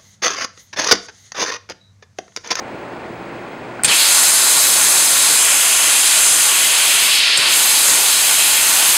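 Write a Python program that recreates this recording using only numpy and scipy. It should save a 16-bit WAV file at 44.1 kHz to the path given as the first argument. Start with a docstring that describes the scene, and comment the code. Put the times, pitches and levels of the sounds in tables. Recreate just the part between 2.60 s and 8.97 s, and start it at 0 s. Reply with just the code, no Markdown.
"""A gas jet blowing at a small part in a lab room, heard close by on one small microphone.
Ventilation, mains hum and a screen whine fill the room. A pedal ticks, a valve snaps open, and a fine
nozzle blows loudly while the room noise sinks. The free jet hisses high, the flow breaking on the part
roars lower, and their balance shifts as the part is turned. Near 4.6 s the pressure sags; the valve
clicks again and the jet comes back to blow to the end."""
import sys
import numpy as np
from scipy import signal
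from scipy.fft import rfft, irfft
from scipy.io import wavfile
from scipy.ndimage import uniform_filter1d

SR = 44100
rng = np.random.default_rng(int(sys.argv[2]) if len(sys.argv) > 2 else 0)


def dump_mix(stems):
    """Bounce the given channels to the path in sys.argv[1] as a 16-bit WAV at rate SR."""
    frames = np.atleast_2d(stems).T  # one column per channel
    limited = np.clip(frames, -1, 1)  # hard clip at full scale
    pcm = np.round(limited * 32767).astype(np.int16)
    wavfile.write(sys.argv[1], SR, pcm)


N = 280917


def from_db(db):
    return 10 ** (np.asarray(db) / 20)


def rms_one(x):
    return x / np.sqrt(np.mean(x ** 2) + 1e-20)


def in_time(rows):
    """One curve a column, running straight between the timed rows."""
    times, *columns = np.transpose(rows)
    return [np.interp(np.arange(N) / SR, times, column) for column in columns]


def held(rows, glide_s):
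    """One curve a column: each timed row holds, then glides into the next."""
    times, *columns = np.transpose(rows)
    row = np.clip(np.searchsorted(times, np.arange(N) / SR) - 1, 0, None)
    return [uniform_filter1d(column[row], int(glide_s * SR) + 1, mode="nearest") for column in columns]


def drift(rate_hz):
    """A slow random wander of rms about 1, computed at every 40th sample."""
    r = np.exp(-80 * np.pi * rate_hz / SR)
    slow = signal.lfilter([1], [1, -2 * r, r * r], rng.standard_normal(N // 40 + 2002))[2000:]
    return np.interp(np.arange(N) / 40, np.arange(len(slow)), rms_one(slow))


def ring(drive, hz, t60):
    """One damped mode: a unit click sets a sine of height 1 ringing."""
    r, w = from_db(-60 / (t60 * SR)), 2 * np.pi * hz / SR
    return signal.lfilter([0, np.sin(w)], [1, -2 * r * np.cos(w), r * r], drive + 1e-18)


def turbulence(spectrum, patchy_db=0., bands=8):
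    """Noise of the given colour whose bands swell by patchy_db, partly together, partly alone; rms 1."""
    hz = np.fft.rfftfreq(N, 1 / SR) + 1
    points_hz, points_db = np.transpose(spectrum)
    shape = from_db(np.interp(np.log(hz), np.log(points_hz), points_db, -90, -90))
    colour = rfft(rng.standard_normal(N)) * shape
    place = np.log(hz / points_hz[0]) / np.log(points_hz[-1] / points_hz[0]) * (bands - 1)
    together, out = drift(3.9), 0
    for k in range(bands):
        band = irfft(colour * np.clip(1 - np.abs(place - k), 0, 1), N)
        out = out + band * from_db(patchy_db * (0.46 * together + drift(20.0)))
    return rms_one(out)


def tone(hz, db, waver_db):
    """A sine of steady pitch whose strength wavers about that rms level."""
    return from_db(db + waver_db * drift(5)) * np.sqrt(2) * np.sin(2 * np.pi * hz * np.arange(N) / SR)


def room_noise():
    """Ventilation rush, a duct tone, mains hum and a screen whine; all sink once the jet is on."""
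    # Each row: frequency in Hz, relative noise density in dB.
    ventilation = [(25, -36), (60, -16), (110, -16), (180, -5.5), (344, -5.5), (800, -7.5), (1180, -12),
                   (2300, -18), (3200, -28.5), (4200, -32.5), (5500, -35.5), (8500, -41.5), (10200, -50.5),
                   (14400, -72)]
    # Each row: time in seconds, level of the rush in dB.
    rush_levels = [(0, -31), (1.31, -30.5), (1.36, -47), (2.3, -35.5), (3.1, -51.5), (4.7, -49),
                   (4.9, -42.5), (6.37, -42)]
    level_db, = in_time(rush_levels)
    duct_width_hz = 15
    duct = ring(rng.standard_normal(N), hz=344, t60=np.log(1000) / np.pi / duct_width_hz)
    hum = tone(hz=119.8, db=-48, waver_db=1.5)
    whine = tone(hz=15735, db=-67, waver_db=4)
    tones = from_db(-42.5) * rms_one(duct) + hum + whine
    rush = turbulence(ventilation, patchy_db=.5, bands=10)
    return from_db(level_db) * rush + from_db(level_db - level_db[0]) * tones


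def pedal():
    """A soft contact of about 0.3 ms gives a dull tick just before the valve."""
    at_s, peak_db = 1.195, -19
    touch = np.exp(-((np.arange(N) / SR - at_s) / .0001) ** 2)
    tick = ring(touch, hz=1500, t60=.018)
    return from_db(peak_db) * tick / np.abs(tick).max()


def jet():
    """Gas leaks, then gushes as the valve seat clears; pose and pressure balance five regions of flow."""
    # The colours of the five regions. Each row: frequency in Hz, relative noise density in dB.
    free_jet = [(3800, -37), (4900, -6.5), (5400, -8), (6200, -2), (8000, -1.5), (10200, -3), (11000, -7),
                (12500, -23), (15000, -40)]
    fine_sizzle = [(9000, -20), (11000, -2.5), (12000, 3.5), (13500, -6), (14800, -4), (15600, -15),
                   (17000, -18)]
    roar_round_part = [(1300, -14.5), (2000, -5.5), (2400, -2), (3100, 0.5), (3500, -4), (4000, -12),
                       (6000, -33)]
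    rush_off_edge = [(2400, -57), (3300, -6), (3800, -1), (4400, -1.5), (4800, -3), (5300, -5), (7000, -17)]
    low_rumble = [(25, -28), (60, -24), (130, -16.5), (300, -8.5), (600, -4), (1000, 1.5), (1800, 0.5),
                  (2300, -1), (3200, -12)]
    # The part is turned. Each row: start in seconds, then base levels in dB for the five regions above.
    poses = [(1.27, -12, -24, -23, -23.5, -22), (1.35, -12.5, -23.5, -23, -19, -23),
             (1.6, -12.5, -22, -26.5, -21.5, -23.5), (2.55, -12.5, -23, -25.5, -20, -23.5),
             (2.78, -12.5, -25.5, -21.5, -25.5, -24), (3.3, -12.5, -25, -22.5, -23, -25),
             (3.9, -13.5, -24.5, -21, -24, -24.5), (4.52, -14, -23, -22, -19.5, -29.5),
             (4.8, -13, -21, -22.5, -21.5, -24), (5.1, -13.5, -22, -23.5, -20.5, -24.5),
             (5.6, -13.5, -21, -21.5, -22.5, -24.5), (6.05, -13, -21.5, -23, -22, -23.5)]
    # Pressure builds, surges, sags and returns. 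Each row: time in seconds, share of full pressure.
    nozzle_pressure = [(1.27, .1), (1.31, 0.51), (1.37, 0.79), (1.45, 0.78), (1.55, 1.03), (1.8, 0.93),
                       (2.3, 0.97), (3.5, 0.89), (3.7, 1.03), (3.85, 0.93), (4.45, 0.71), (4.57, 0.5),
                       (4.63, 0.16), (4.75, .05), (4.79, .3), (4.86, 0.26), (4.97, .9), (5.17, 0.9),
                       (5.28, 1.07), (5.5, 0.89), (6.37, 0.91)]
    # Each row: share of full pressure, then the dB it adds to each of the five regions.
    pressure_law = [(0, -13, -21, 4.5, 3, 3), (.35, -7, -9.5, 4.5, 4, 1.5), (.7, -2.5, -1, 2.5, 3.5, -1),
                    (1, 0, -1, -0.5, 0, 0.5), (1.2, 5.5, 0, -5.5, 2, 0.5)]
    # The first leak, between the valve clicks. Each row: time in seconds, gain in dB.
    leak_gains = [(1.231, -52), (1.237, -24), (1.245, -25), (1.248, -14), (1.262, -19), (1.274, -26),
                  (1.285, -40), (1.3, -80)]
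    open_s, seat_clear_s, roar_build_s, turn_s = 1.272, 0.011, 0.02, .08
    gush_s, gush_rise_s, gush_fall_s = 1.295, 0.014, 0.047
    t = np.arange(N) / SR

    pressure, = in_time(nozzle_pressure)
    shares, *laws = np.transpose(pressure_law)
    pressure_db = [np.interp(pressure, shares, law) for law in laws]
    free_db, sizzle_db, roar_db, edge_db, rumble_db = np.add(held(poses, turn_s), pressure_db)
    # The first gush swells the roar and holds back the edge rush.
    gush_age = np.clip(t - gush_s, 0, None)
    gush_db = 3.5 * np.minimum(gush_age / gush_rise_s, 1) * np.exp(-(gush_age / gush_fall_s) ** 2)
    roar_db += gush_db
    edge_db -= 0.41 * gush_db

    free = turbulence(free_jet, patchy_db=0.5)
    edge = turbulence(rush_off_edge, patchy_db=0.75, bands=5)
    roar = turbulence(roar_round_part, patchy_db=0.64, bands=5)
    rumble = turbulence(low_rumble, patchy_db=1.18)
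    sizzle = turbulence(fine_sizzle, patchy_db=1.6, bands=5)

    leak_db, = in_time(leak_gains)
    leaking = t > leak_gains[0][0]
    leak = leaking * from_db(leak_db) * (free + 0.56 * edge + 0.57 * roar + 0.46 * rumble + 0.062 * sizzle)
    opened = np.clip((t - open_s) / seat_clear_s, 0, 1)
    roaring = np.clip((t - open_s) / roar_build_s, 0, 1)
    flow = from_db(free_db) * free + from_db(sizzle_db) * sizzle
    flow += roaring * from_db(roar_db) * roar + from_db(edge_db) * edge + from_db(rumble_db) * rumble
    return leak + opened * flow


def valve():
    """Each click is a short rattle of contacts ringing the valve's modes, plus a crack without bass."""
    # Each row: start in seconds, peak of the ring in dB, length factor, crack gain in dB against the ring.
    clicks = [(1.2353, 0, .3, -38), (1.2452, 4, 1.3, -17), (1.2505, -6, 1.1, -22), (1.277, -15, .8, -14),
              (4.7733, -1, 1.2, -36)]
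    # Each row: frequency in Hz, gain in dB, seconds to fall 60 dB at length factor 1.
    modes = [(2680, -19, .016), (4500, -15, .012), (6750, -19, .02), (7500, -13, .03), (8200, -2, .02),
             (8550, 0, .025), (10000, -22, .02)]
    out, t = np.zeros(N), np.arange(SR // 8) / SR
    no_bass = signal.butter(2, 700, "high", fs=SR, output="sos")
    soft_top = signal.butter(2, 11000, fs=SR, output="sos")
    for start_s, peak_db, length, crack_db in clicks:
        contact = np.exp(-t / (.0012 * length)) * np.minimum(t / .0006, 1)
        rattle = signal.sosfilt(soft_top, rng.standard_normal(len(t)) * contact)
        ringing = sum(from_db(db) * ring(rattle, hz, t60 * length) for hz, db, t60 in modes)
        crack = signal.sosfilt(no_bass, rng.standard_normal(len(t)) * np.exp(-t / .003))
        click = ringing / np.abs(ringing).max() + from_db(crack_db) * crack
        start = round(start_s * SR)
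        out[start:start + len(t)] += from_db(peak_db) * click
    return out


def puffs():
    """Short low swells of pushed air."""
    # Each row: start in seconds, level at the crest in dB, length in seconds.
    swells = [(1.267, -30, 0.048), (2.67, -34, 0.089), (3.683, -39, 0.11), (4.768, -29.5, .036),
              (5.265, -32.5, 0.1)]
    # Each row: frequency in Hz, relative noise density in dB.
    colour = [(90, -23), (160, 2), (250, -4), (500, 5), (900, -26), (1500, -27)]
    envelope, t = np.zeros(N), np.arange(N) / SR
    for start_s, db, length_s in swells:
        progress = np.clip((t - start_s) / length_s, 0, 1)
        envelope += from_db(db) * np.sin(np.pi * progress) ** .5 * (t < start_s + length_s)
    return envelope * turbulence(colour, bands=2)


def lab(direct, t60=.25, wet_db=-12):
    """Bench and walls answer with a dense decaying tail; the total power is kept."""
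    t = np.arange(SR // 2) / SR
    tail = rng.standard_normal(len(t)) * from_db(-60 * t / t60) * (t > .002)
    reverb = signal.fftconvolve(direct, tail / np.sqrt(np.sum(tail ** 2)))[:N]
    wet = from_db(wet_db)
    return (direct + wet * reverb) / np.sqrt(1 + wet ** 2)


def scene():
    """The nearby sources in the lab over the room noise, the same in both channels."""
    mono = lab(jet() + valve() + pedal() + puffs()) + room_noise()
    return np.array([mono, mono])


def record(dry):
    """The microphone's housing colours the sound; the loudest peaks round off and the top is cut."""
    # The housing's resonances. Each row: centre in Hz, width in Hz, gain in dB.
    housing_colour = [(1203, 280, -3.5), (4890, 210, -4), (5410, 150, 4), (6960, 910, 1.5), (8570, 130, 3),
                      (10050, 650, 1.5), (13400, 200, 9), (14100, 300, 5), (15700, 400, 3)]
    housing_rings = [(1136, 70, 4), (1404, 70, 4.5), (2500, 90, 4.5), (2723, 50, 3.5), (3273, 90, 4),
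                     (4107, 70, 4.5), (4673, 100, 4.5), (4905, 80, 3)]
    housing_nulls = [(5680, 330, -13), (6900, 130, -12), (15010, 350, -12)]
    for hz, width_hz, db in housing_colour + housing_rings + housing_nulls:
        gain, w = from_db(db / 2), 2 * np.pi * hz / SR
        damping = np.sin(w) * width_hz / hz / 2
        forward = [1 + damping * gain, -2 * np.cos(w), 1 - damping * gain]
        feedback = [1 + damping / gain, -2 * np.cos(w), 1 - damping / gain]
        dry = signal.lfilter(forward, feedback, dry)
    ceiling, cutoff_hz = .97, 15760
    rounded = dry / (1 + (dry / ceiling) ** 8) ** (1 / 8)
    steep_cut = signal.ellip(14, .3, 85, cutoff_hz, fs=SR, output="sos")
    return np.clip(signal.sosfilt(steep_cut, rounded), -1, 1)


dry = scene()
out = record(dry)
dump_mix(out)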